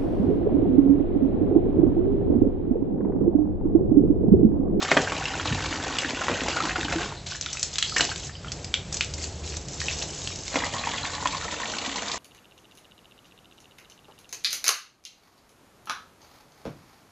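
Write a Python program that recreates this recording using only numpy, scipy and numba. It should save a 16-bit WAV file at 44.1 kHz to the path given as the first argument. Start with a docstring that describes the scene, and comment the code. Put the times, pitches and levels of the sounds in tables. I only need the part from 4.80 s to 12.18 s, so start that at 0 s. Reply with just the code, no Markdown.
"""First, water runs from an open valve into a small full bucket in a walled corner of a yard.
It lands in lumps that slap, and the air they trap rings as plops and glugs.
At about 2.3 s a bamboo tube is pushed into the valve: water hisses through the gap,
the jet breaks up and drips smack on the wet concrete. From about 5.7 s the stream leaves
the tube and splashes on the ground. A low rumble and short echoes last throughout."""
import sys
import numpy as np
from scipy import signal
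from scipy.fft import rfft, irfft
from scipy.io import wavfile
from scipy.ndimage import uniform_filter1d
from numba import njit

SR = 44100
rng = np.random.default_rng(int(sys.argv[2]) if len(sys.argv) > 2 else 0)


def store_wav(level_fs):
    """Save 16-bit WAV to argv[1]."""
    pcm = np.round(np.clip(np.atleast_2d(level_fs), -1, 1) * 32767)
    wavfile.write(sys.argv[1], SR, pcm.T.astype(np.int16))


N = 325458
TIME = np.arange(N) / SR

# The low rumble of the surroundings. Each row: time in seconds, level in dB.
RUMBLE_LEVELS = [(0.0, -45), (0.4, -36.5), (1.1, -43.5), (2.2, -36.5), (2.6, -43.5), (3.9, -38),
                 (5.15, -39), (5.6, -41.5), (6.6, -41.5), (6.9, -49.5), (7.38, -50)]
# Water churning in valve and tube, louder once the tube runs full. Each row: time in seconds, level in dB.
CHURN_LEVELS = [(2.2, -51), (3.0, -50), (3.8, -46), (5.2, -42), (5.8, -45.5)]
# The stream into the bucket, and later onto the ground. 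Each row: time in seconds, level in dB.
BUCKET_FLOW = [(0.0, -27), (0.3, -30), (1.1, -29), (1.7, -28), (2.16, -30), (2.245, -28.5), (2.3, -36),
               (2.45, -55)]
GROUND_FLOW = [(5.62, -66), (5.75, -32.5), (6.6, -34.5), (7.38, -33)]

# The tone colour of each source, from bass to treble. Each row: frequency in Hz, level in dB.
RUMBLE_COLOUR = [(20, -27), (35, -11), (47, -1.5), (60, -2), (76, -0.5), (97, 1.5), (115, -14), (135, 0),
                 (200, -12.5), (400, -28.5)]
CHURN_COLOUR = [(110, -5), (160, -1.5), (220, -6), (330, 0.5), (500, -2), (750, -5.5), (1200, -18),
                (3000, -26)]
SPRAY_COLOUR = [(1500, -25.5), (3000, -21), (4500, -3), (5500, 2.5), (6500, 5.5), (7400, 3.5), (8200, -0.5)]
PATTER_COLOUR = [(600, -5), (1200, -8), (2000, -5.5), (2900, -1.5), (4200, -2.5), (5500, -6), (8000, -28)]
BUCKET_COLOUR = [(120, -23.5), (200, -3), (333, -2), (589, -8), (778, -4), (1200, -9.5), (2800, -9.5),
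                 (5440, -15), (7070, -13), (8000, -21.5), (10400, -42), (17600, -120)]
GROUND_COLOUR = [(76, -32.5), (150, -3.5), (278, -3.5), (399, -8), (507, -6), (1060, -3), (1360, -10),
                 (1880, -9.5), (4010, -9), (5200, -14), (7090, -8.5), (8000, -17), (10400, -66),
                 (17600, -120)]
# The notes at which the corner's hollows and the bucket ring.
# Each row: pitch in Hz, width in Hz, level in dB.
HOLLOW_RINGS = [(275, 30, -6), (526, 26, -9.5), (1085, 35, -7.5), (1810, 130, -9.5)]
BUCKET_RINGS = [(1540, 290, -8.5), (2750, 110, -11)]

# A hum swelling out of the rumble. Each row: start in seconds, length in seconds, level in dB.
HUM_SWELLS = [(4.3, 0.5, -40), (4.96, 0.24, -40)]
# Air buffeting the swinging microphone. One row: start in seconds, length in seconds, level in dB.
AIR_BUFFET = (0.665, 0.084, -35.5)
# Soft bumps on the microphone. Each row: start in seconds, level in dB, pitch in Hz.
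BUMPS = [(0.675, -21, 101), (0.712, -14.5, 122), (0.726, -18.5, 230)]
# Water squeezed through a narrow gap.
# Each row: start and end in seconds, first and last pitch in Hz, level in dB.
SQUIRTS = [(2.27, 2.44, 3950, 4100, -49), (2.96, 3.03, 3100, 3400, -43), (3.025, 3.075, 3600, 4200, -42),
           (3.055, 3.18, 4450, 4700, -38.5), (3.50, 3.63, 4600, 5200, -53)]
# Stray water landing on the concrete.
# Each row: start and length in seconds, level of fine spray in dB, level of coarse patter in dB.
SHOWERS = [(2.46, 0.1, -39.5, -40), (2.621, 0.11, -47, -44), (2.727, 0.18, -42, -45),
           (2.924, 0.3, -40.5, -44), (3.169, 0.15, -39, -39), (3.351, 0.11, -41, -44.5),
           (3.713, 0.15, -51.5, -59), (4.118, 0.12, -41, -44), (4.374, 0.077, -38.5, -44),
           (4.273, 0.95, -51.5, -65), (4.632, 0.13, -41, -45.5), (4.907, 0.11, -42.5, -52),
           (4.992, 0.25, -36.5, -40.5), (5.074, 0.07, -50, -39), (5.27, 0.48, -41.5, -48)]
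# Trapped air bubbles; the big, low ones glug. Each row: start in seconds, level in dB, pitch in Hz.
BUBBLES = [(1.247, -27, 297), (1.334, -29, 276), (1.492, -26.5, 327), (1.505, -26, 466), (1.545, -28, 562),
           (1.618, -26, 272), (1.655, -34, 430), (1.834, -27, 320), (1.982, -28, 329), (2.049, -26, 285),
           (2.157, -21.5, 314), (2.688, -29, 3400), (3.553, -33.5, 3020), (3.683, -31, 3120),
           (5.995, -27, 3900), (6.04, -24, 2500), (6.142, -26.5, 1970), (6.232, -24, 4000),
           (6.272, -29, 3570), (7.076, -30, 262)]
# Air pockets closing with a round plop. Each row: start in seconds, level in dB, pitch in Hz.
PLOPS = [(0.088, -21, 1170), (0.274, -16, 1550), (0.423, -21, 1420), (0.54, -20, 1420), (0.597, -19, 1360),
         (1.067, -20.5, 760), (1.246, -17.5, 1670), (1.416, -19, 1330), (1.769, -15.5, 1380),
         (1.8035, -13, 1270), (1.839, -22, 980), (1.871, -28, 1190), (1.894, -19, 1600),
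         (1.908, -19.5, 1770), (1.9574, -12.5, 1390), (1.968, -24, 1650), (1.994, -38, 910),
         (2.05, -25, 880), (2.0825, -19.5, 1530), (2.112, -25, 1480), (2.139, -28, 910), (2.185, -20, 1520),
         (2.213, -21, 1570), (2.234, -27, 1480), (2.322, -25, 924), (2.52, -25.5, 1500), (2.549, -27, 1650),
         (2.664, -26, 1380), (3.122, -28.5, 1240), (3.166, -8, 1790), (3.196, -16, 1470),
         (3.29, -25.5, 840), (3.3156, -19.5, 1520), (3.494, -26.5, 1760), (3.6452, -28, 1350),
         (3.672, -32, 1300), (5.7563, -14.5, 2010), (5.768, -21, 500), (5.803, -20, 1980),
         (5.821, -20, 947), (5.837, -17, 1950), (6.037, -24.5, 1880), (6.071, -17, 910), (6.129, -28, 1070),
         (6.456, -11.5, 998), (6.547, -21, 1050), (6.65, -26, 1260), (6.681, -23, 1870), (6.82, -24.5, 970),
         (6.833, -21, 1860), (6.936, -23, 1510), (7.157, -24, 980), (7.18, -23, 2050), (7.222, -24.5, 690),
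         (7.296, -21.5, 1030)]
# Small lumps of water hitting flat. Each row: start in seconds, level in dB, middle frequency in Hz.
SPATS = [(0.112, -17, 4000), (0.3636, -22.5, 2850), (0.672, -20.5, 3280), (0.724, -19, 2200),
         (0.926, -25.5, 2300), (0.856, -20.5, 3150), (1.247, -24.5, 1900), (1.269, -33, 2600),
         (1.291, -24, 2770), (1.605, -19, 2400), (1.834, -21, 3360), (1.905, -34, 2600),
         (2.046, -22.5, 3100), (5.787, -19, 3150), (5.981, -23.5, 3470), (6.114, -22, 2940),
         (6.18, -25, 2930), (6.25, -22, 2100), (6.507, -22.5, 3500), (6.568, -22.5, 3800),
         (6.7087, -23.5, 2960), (6.8548, -23.5, 2700), (6.916, -24, 3700), (6.983, -18, 3300),
         (7.046, -24, 3010), (7.06, -21, 3720), (7.1237, -26, 2690), (7.1579, -21, 4450),
         (7.281, -23.5, 4110), (7.3144, -19, 3820)]
# Single drops on hard, wet surfaces. Each row: start in seconds, level in dB, pitch in Hz.
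HARD_DROPS = [(0.144, -30, 7100), (0.2165, -27.5, 7300), (1.1865, -18, 4600), (1.2148, -29, 7100),
              (2.611, -20.5, 6300), (2.661, -20.5, 3560), (2.73, -22.5, 6050), (2.771, -24.5, 2530),
              (2.7948, -25, 6050), (2.829, -16.5, 6900), (2.957, -21, 3680), (2.9836, -16, 4000),
              (2.9865, -16, 3170), (3.095, -22.5, 4300), (3.1817, -15, 6440), (3.251, -19.5, 4770),
              (3.36, -25, 3700), (3.468, -30.5, 6940), (3.719, -21.5, 5040), (3.845, -25.5, 5040),
              (4.126, -24.5, 6670), (4.143, -23, 6500), (4.169, -23, 6400), (4.245, -31, 7000),
              (4.338, -24.5, 6560), (4.44, -28, 4700), (4.676, -30, 5000), (4.769, -27, 5940),
              (4.884, -30.5, 6670), (5.003, -22.5, 4470), (5.016, -22.5, 1840), (5.225, -24, 3900),
              (5.474, -21, 3140), (5.558, -28.5, 6600), (5.68, -24, 4170), (6.473, -17.5, 3200)]
# Heavy drips into standing water. 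Each row: start in seconds, level in dB, cavity pitch in Hz,
# ring length in cycles, pitch of a second bubble in Hz, its level in dB compared with the first.
PUDDLE_DRIPS = [(0.455, -18.5, 2725, 60, 2100, -16), (1.1857, -15, 2870, 47, 3160, -9),
                (3.026, -8.5, 3270, 27, 3880, -2.5), (3.2072, -10, 2950, 27, 4050, -2),
                (3.9405, -9.5, 3270, 18, 2336, -1.5), (4.2088, -9.5, 2820, 17, 2470, -2.5),
                (5.084, -18.5, 2670, 64, 2520, -4)]
# Large lumps of water slapping down.
# Each row: start in seconds, level in dB, cavity pitch in Hz, extra treble in dB.
SLAPS = [(0.027, -19.5, 853, 4), (0.1155, -2, 1550, -29), (0.168, -7, 575, -23), (0.172, -5, 1570, -29),
         (0.32, -14.5, 1250, -12), (0.656, -16, 1290, -8), (0.805, -20, 2020, -7.5), (1.483, -13, 880, -24),
         (1.497, -20, 654, -23), (1.513, -16, 790, -23), (1.529, -23, 556, -17), (1.6834, -15.5, 810, -2.5),
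         (1.699, -23.5, 900, 1), (1.763, -20, 795, -0.5), (1.853, -17.5, 900, -5), (2.125, -16.5, 1520, -6),
         (3.163, -17, 1310, 2), (3.195, -20, 1640, -7), (3.208, -14, 1410, 4.5), (5.742, -23.5, 654, -11),
         (5.7569, -12.5, 910, -7), (6.071, -25.5, 950, 0), (6.457, -20.5, 1030, -8),
         (6.74, -21.5, 1070, -4)]


def undb(db):
    """Turn decibels into a gain to multiply by."""
    return 10 ** (np.asarray(db) / 20)


def curve(rows):
    """A gain that follows rows of seconds and dB, and fades quickly outside them."""
    times, db = np.transpose(rows)
    outside_s = np.abs(TIME - np.clip(TIME, times[0], times[-1]))
    return undb(np.interp(TIME, times, db) - 300 * outside_s)


def swells(rows, attack_s, release_s):
    """A gain that rises, holds and dies away for each row; where rows overlap, their powers add."""
    power = np.zeros(N)
    for start_s, length_s, db in rows:
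        age = TIME[TIME > start_s] - start_s
        rise = np.minimum(age / attack_s, 1)
        fall = np.exp(-np.maximum(age - length_s, 0) / release_s)
        power[N - len(age):] += (undb(db) * rise * fall) ** 2
    return np.sqrt(power)


def surges(rate, db):
    """A gain for uneven gushes: it slides to a new random level `rate` times a second."""
    levels = np.clip(rng.standard_normal(int(rate * N / SR) + 2), -2, 1.5)
    return undb(db * np.interp(TIME * rate, np.arange(len(levels)), levels))


def steady(x):
    """Hold the average power at 1, keeping the quick flickers."""
    return x / np.sqrt(np.abs(uniform_filter1d(x ** 2, size=6000)) + 1e-18)


def colour(x, points):
    """Shape bass and treble along rows of Hz and dB."""
    hz, db = np.transpose(points)
    grid_hz = np.maximum(np.fft.rfftfreq(8192, 1 / SR), 1)
    bass_cut_db = 24 * np.minimum(np.log2(grid_hz / hz[0]), 0)
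    gains = undb(np.interp(np.log(grid_hz), np.log(hz), db) + bass_cut_db)
    # folding the cepstrum keeps the filter from ringing before a hit
    cepstrum = irfft(np.log(gains))
    half = len(cepstrum) // 2
    cepstrum[1:half] *= 2
    cepstrum[half + 1:] = 0
    return signal.fftconvolve(x, irfft(np.exp(rfft(cepstrum))))[:len(x)]


def band(x, lo_hz, hi_hz):
    """Gently turn down everything outside two frequencies."""
    edges_hz = [lo_hz, min(hi_hz, SR / 2 - 1)]
    return signal.sosfilt(signal.butter(2, edges_hz, "band", fs=SR, output="sos"), x)


@njit
def grains(times, pitches, cycles, sizes, glide):
    """Short notes that fade 50 dB over their cycles; a glide of 0.1 lifts the pitch by a tenth."""
    out = np.zeros(N)
    for k in range(len(times)):
        start = int(times[k] * SR)
        length = int(cycles[k] * SR / pitches[k]) + 2
        phase = 0.
        for i in range(max(0, min(length, N - start))):
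            phase += 2 * np.pi * pitches[k] * (1 + glide * i / length) / SR
            out[start + i] += sizes[k] * np.exp(-5.76 * i / length) * np.sin(phase)
    return out


def bursts(times, db, decay_s, lo_hz, hi_hz):
    """Sharp puffs of noise, each at its own level."""
    t = TIME[:SR // 10]
    out = np.zeros(N + len(t))
    for start_s, gain in zip(times, undb(db)):
        puff = band(rng.standard_normal(len(t)) * np.exp(-t / decay_s), lo_hz, hi_hz)
        out[int(start_s * SR):][:len(t)] += gain * puff * np.sqrt(decay_s * SR / 2 / np.sum(puff ** 2))
    return out[:N]


def resonate(x, rings):
    """The soft ringing that a sound stirs up in a hollow space."""
    return sum(undb(db) * signal.lfilter(*signal.iirpeak(hz, hz / width, fs=SR), x)
               for hz, width, db in rings)


def yard(x, first_echo_s=0.0014, fade_s=0.21, shifts=16):
    """Grainy echoes from the close wall, tanks and floor; they shift as the microphone moves."""
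    t, out = TIME[:SR // 3], np.zeros(N + SR)
    for k in range(shifts + 1):
        # each overlapping piece gets its own echo pattern
        piece = x * np.cos(np.pi / 2 * np.clip(np.arange(N) * shifts / N - k, -1, 1))
        start, end = max((k - 1) * N // shifts, 0), (k + 1) * N // shifts
        echoes = rng.standard_normal(len(t)) ** 3 * undb(-60 * t / fade_s) * (t > first_echo_s)
        echoed = signal.fftconvolve(piece[start:end], echoes / np.sqrt(np.sum(echoes ** 2)))
        out[start:start + len(echoed)] += echoed
    return out[:N]


def rumble():
    """The surroundings give a wavering rumble, which swells once as air buffets the microphone."""
    wavering = curve(RUMBLE_LEVELS) * surges(rate=9.5, db=-1.1)
    buffet = swells([AIR_BUFFET], attack_s=0.083, release_s=0.14)
    return steady(colour(rng.standard_normal(N), RUMBLE_COLOUR)) * (wavering + buffet)


def hum(hz=76.3):
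    """A low, pure drone that comes and goes."""
    tone = np.sqrt(2) * np.sin(2 * np.pi * hz * TIME)
    return tone * swells(HUM_SWELLS, attack_s=0.05, release_s=0.034)


def bumps(cycles=9.):
    """Soft knocks on the microphone make low thuds that sag a little in pitch."""
    times, db, hz = np.transpose(BUMPS)
    thuds = grains(times, hz, np.full(len(times), cycles), undb(db), glide=-0.023)
    return band(thuds, 95, 600)


def churn():
    """Water tumbles through valve and tube with a low, uneven rush."""
    rush = steady(colour(rng.standard_normal(N), CHURN_COLOUR))
    return rush * curve(CHURN_LEVELS) * surges(rate=20, db=2.0)


def slosh(gain_db=-25, hold_s=0.012):
    """The puddle churns on briefly after each large slap."""
    rows = [(start_s, hold_s, db + gain_db) for start_s, db, _, _ in SLAPS]
    rush = steady(colour(rng.standard_normal(N), CHURN_COLOUR))
    return rush * swells(rows, attack_s=0.0017, release_s=0.075)


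def squirts(half_width_hz=340):
    """A sputtering hiss rises in pitch as the gap between tube and valve closes."""
    out = np.zeros(N)
    for start_s, end_s, start_hz, end_hz, db in SQUIRTS:
        progress = np.clip((TIME - start_s) / (end_s - start_s), 0, 1)
        phase = 2 * np.pi * np.cumsum(start_hz + (end_hz - start_hz) * progress) / SR
        # low noise times a tone gives a hiss around that tone
        hiss = steady(band(rng.standard_normal(N), 22, half_width_hz) * np.sin(phase))
        out += hiss * np.sqrt(np.abs(np.sin(np.pi * progress))) * undb(db)
    return out * surges(rate=48, db=2.5)


def fizz(rate=110, cycles=130.):
    """Tiny bubbles ring in the wet film, each a short rising note."""
    when, note, size = rng.random((int(rate * N / SR), 3)).T
    hz = 3500 + 4300 * note
    return steady(grains(when * N / SR, hz, np.full(len(when), cycles), undb(12 * size), glide=.06))


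def droplets(points, rate, scatter_db, mist_db):
    """Small drops tick on the concrete in a hiss of mist, a few much larger than the rest."""
    when, note, ring, size = rng.random((int(rate * N / SR), 4)).T
    hz = 900 + 7300 * note
    cycles = 5 * 10 ** ring
    gains = undb(-scatter_db * np.log(np.maximum(size, .02))) * np.sqrt(hz / cycles)
    ticks = steady(colour(grains(when * N / SR, hz, cycles, gains, glide=.05), points))
    mist = steady(colour(rng.standard_normal(N), points))
    return steady(ticks + undb(mist_db) * mist)


def spray(fizz_db=-7, leak_db=-57.5):
    """The broken jet comes down in showers of fine, fizzing spray and coarser patter."""
    fine = droplets(SPRAY_COLOUR, rate=1100, scatter_db=4.0, mist_db=-2) + undb(fizz_db) * fizz()
    coarse = droplets(PATTER_COLOUR, rate=760, scatter_db=6.0, mist_db=0.5)
    times, lengths, fine_db, coarse_db = np.transpose(SHOWERS)
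    fine_gain, coarse_gain = (swells(zip(times, lengths, db), attack_s=0.0063, release_s=0.022)
                              for db in (fine_db, coarse_db))
    leak = curve([(2.46, leak_db), (5.8, leak_db)])  # the loose joint dribbles between showers
    return (fine * fine_gain + coarse * np.hypot(coarse_gain, leak)) * surges(rate=70, db=2.5)


def bubbles(gain_db=2, cycles_at_1khz=38):
    """Trapped air rings and rises in pitch as it nears the surface; small bubbles last more cycles."""
    times, db, hz = np.transpose(BUBBLES)
    cycles = cycles_at_1khz * np.cbrt(hz / 1000)
    return grains(times, hz, cycles, undb(db + gain_db), glide=0.15)


def plops(gain_db=4, froth_db=-12, cycles_at_1khz=17.7, rise_share=0.29, glide=0.088):
    """An air pocket swells into a short note as it closes, with a little froth around it."""
    times, db, hz = np.transpose(PLOPS)
    cycles = cycles_at_1khz * np.sqrt(hz / 1000)
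    gains = undb(db + gain_db)
    note = grains(times, hz, cycles, gains, glide)
    onset = grains(times, hz, cycles * rise_share, gains, glide * rise_share)
    froth = bursts(times, db + froth_db, decay_s=0.0056, lo_hz=710, hi_hz=2620)
    return note - onset + froth  # taking away a shorter note softens the start


def spats(rise_s=0.0015, decay_s=0.0046):
    """A small lump flattens on the wet film in a soft puff of noise, one octave wide."""
    t, out = TIME[:SR // 10], np.zeros(N + SR)
    shape = (1 - np.exp(-t / rise_s)) * np.exp(-t / decay_s)
    for start_s, db, hz in SPATS:
        noise = band(rng.standard_normal(len(t)), hz / np.sqrt(2), hz * np.sqrt(2))
        out[int(start_s * SR):][:len(t)] += undb(db) * shape * noise / np.std(noise)
    return out[:N]


def hard_drops(snap_db=6, crack_db=-4, smack_db=-11, scatter_db=-7):
    """A drop snaps and cracks on the wet film, smacks flat, rings briefly and scatters droplets."""
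    times, db, hz = np.transpose(HARD_DROPS)
    treble_db = 11 * np.log2(hz / 4650)  # smaller, higher drops scatter more treble
    snap = grains(times, hz, np.full(len(times), 3.), undb(db + snap_db), glide=0.)
    crack = bursts(times, db + crack_db, decay_s=.0012, lo_hz=2800, hi_hz=8000)
    smack_levels = db + smack_db - np.maximum(treble_db, 0)
    smack = bursts(times, smack_levels, decay_s=0.0047, lo_hz=1810, hi_hz=4280)
    ring = grains(times, hz, np.full(len(times), 22.), undb(db), glide=.1)
    scatter = bursts(times, db + treble_db + scatter_db, decay_s=.005, lo_hz=4500, hi_hz=8000)
    return band(snap + crack + smack + ring + scatter, 1300, 12000)  # so small a drop makes no bass


def puddle_drips(tick_db=-7, splash_db=-16.5, linger_db=-23, linger_cycles=380.):
    """A heavy drip ticks, rings its cavity and a second bubble, and splashes; both notes linger."""
    times, db, hz, cycles, second_hz, second_db = np.transpose(PUDDLE_DRIPS)
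    ring = grains(times, hz, cycles, undb(db), glide=.04)
    second = grains(times, second_hz, cycles, undb(db + second_db), glide=.06)
    long_cycles = np.full(len(times), linger_cycles)
    linger = sum(grains(times, pitch, long_cycles, undb(level + linger_db), glide=.02)
                 for pitch, level in ((hz, db), (second_hz, db + second_db)))
    tick = bursts(times, db + tick_db, decay_s=0.0021, lo_hz=1660, hi_hz=7700)
    splash = bursts(times, db + splash_db, decay_s=0.016, lo_hz=2600, hi_hz=3900)
    return band(ring + second + linger + tick + splash, 1300, 12000)


def slaps(thud_db=-6.5, pocket_db=-11, splash_db=-7):
    """A lump of water thuds, opens a cavity over a deeper air pocket and throws off a bright splash."""
    times, db, hz, treble_db = np.transpose(SLAPS)
    thud = bursts(times, db + thud_db, decay_s=0.005, lo_hz=248, hi_hz=2110)
    cavity = grains(times, hz, np.full(len(times), 7.), undb(db), glide=.15)
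    pocket = grains(times, 9 * np.sqrt(hz), np.full(len(times), 8.), undb(db + pocket_db), glide=.15)
    splash = bursts(times, db + treble_db + splash_db, decay_s=.008, lo_hz=2200, hi_hz=7000)
    return thud + cavity + band(pocket, 180, 2000) + splash


def plinks(rate=130):
    """Lone small bubbles give clear rising notes, the high ones ringing for more cycles."""
    when, note, size = rng.random((int(rate * N / SR), 3)).T
    hz = 600 * 13 ** note
    cycles = 30 * (hz / 2000) ** .8
    gains = undb(-3.5 * np.log(np.maximum(size, .06))) * hz ** .75 / np.sqrt(cycles)
    return grains(when * N / SR, hz, cycles, gains, glide=.07)


def stream(points, lumps_per_s, foam_db, plink_db, ring_cycles=15, froth_hz=5000, froth_decay_s=0.0036):
    """The jet breaks into lumps; each lands as nine pops and a puff of froth, among ringing bubbles."""
    count = int(lumps_per_s * N / SR)
    when, note, ring, size = rng.random((count, 4, 9)).transpose(1, 0, 2)
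    landing_s = (np.arange(count) + 2 * rng.random(count)) / lumps_per_s
    weight = undb(3.5 * np.clip(rng.standard_normal(count), -2, 1.5))
    times = landing_s[:, None] - .004 * np.log(when)
    hz = 200 * 40 ** (note ** .8)
    # small bubbles lose less per cycle than large ones
    cycles = ring_cycles * 2 ** (2 * ring - 1) * np.sqrt(hz / 1000)
    gains = weight[:, None] * undb(12 * size) * hz / np.sqrt(cycles)
    pops = grains(times.ravel(), hz.ravel(), cycles.ravel(), gains.ravel(), glide=.08)
    splats = steady(colour(pops, points))
    foam = steady(colour(rng.standard_normal(N), points))
    notes = steady(colour(plinks(), points))
    # the treble is froth, too fine to have a pitch
    impacts = np.bincount((landing_s * SR).astype(int), weight ** 3, N)[:N]
    puffs = np.sqrt(signal.lfilter([1], [1, -np.exp(-1 / (froth_decay_s * SR))], impacts))
    froth = steady(colour(rng.standard_normal(N) * puffs, points))
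    low, high = (signal.butter(3, froth_hz, kind, fs=SR, output="sos") for kind in ("low", "high"))
    lumps = signal.sosfilt(low, splats + undb(plink_db) * notes) + signal.sosfilt(high, froth)
    return steady((lumps + undb(foam_db) * foam) * surges(rate=45, db=1.6))


def scene(echo_db=-6.5):
    """All the water in its corner; only the treble of the echoes spreads left and right."""
    bucket = stream(BUCKET_COLOUR, lumps_per_s=130, foam_db=-6, plink_db=-7)
    ground = stream(GROUND_COLOUR, lumps_per_s=115, foam_db=-3, plink_db=-5.5)
    into_bucket = undb(-4.5) * (bucket + resonate(bucket, BUCKET_RINGS)) * curve(BUCKET_FLOW)
    onto_ground = undb(-1) * ground * curve(GROUND_FLOW)
    pour = into_bucket + onto_ground + slaps() + slosh()
    water = pour + resonate(pour, HOLLOW_RINGS) + bubbles() + plops() + spats()
    water += spray() + hard_drops() + puddle_drips() + squirts()
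    middle = water + undb(echo_db) * yard(water) + churn() + rumble() + bumps() + hum()
    side = colour(yard(water), [(3200, -70), (4500, -13), (6000, -8), (7500, -22)])
    return np.array([middle + side, middle - side])


def record(dry, ceiling=.85, bottom_hz=35, top_hz=7900):
    """Round off the loudest peaks, drop the deepest bass and cut the top steeply."""
    sound = ceiling * np.tanh(dry / ceiling)
    sound = signal.sosfilt(signal.butter(3, bottom_hz, "high", fs=SR, output="sos"), sound)
    return signal.sosfilt(signal.cheby1(14, .3, top_hz, fs=SR, output="sos"), sound)


dry = scene()
out = record(dry)
store_wav(out)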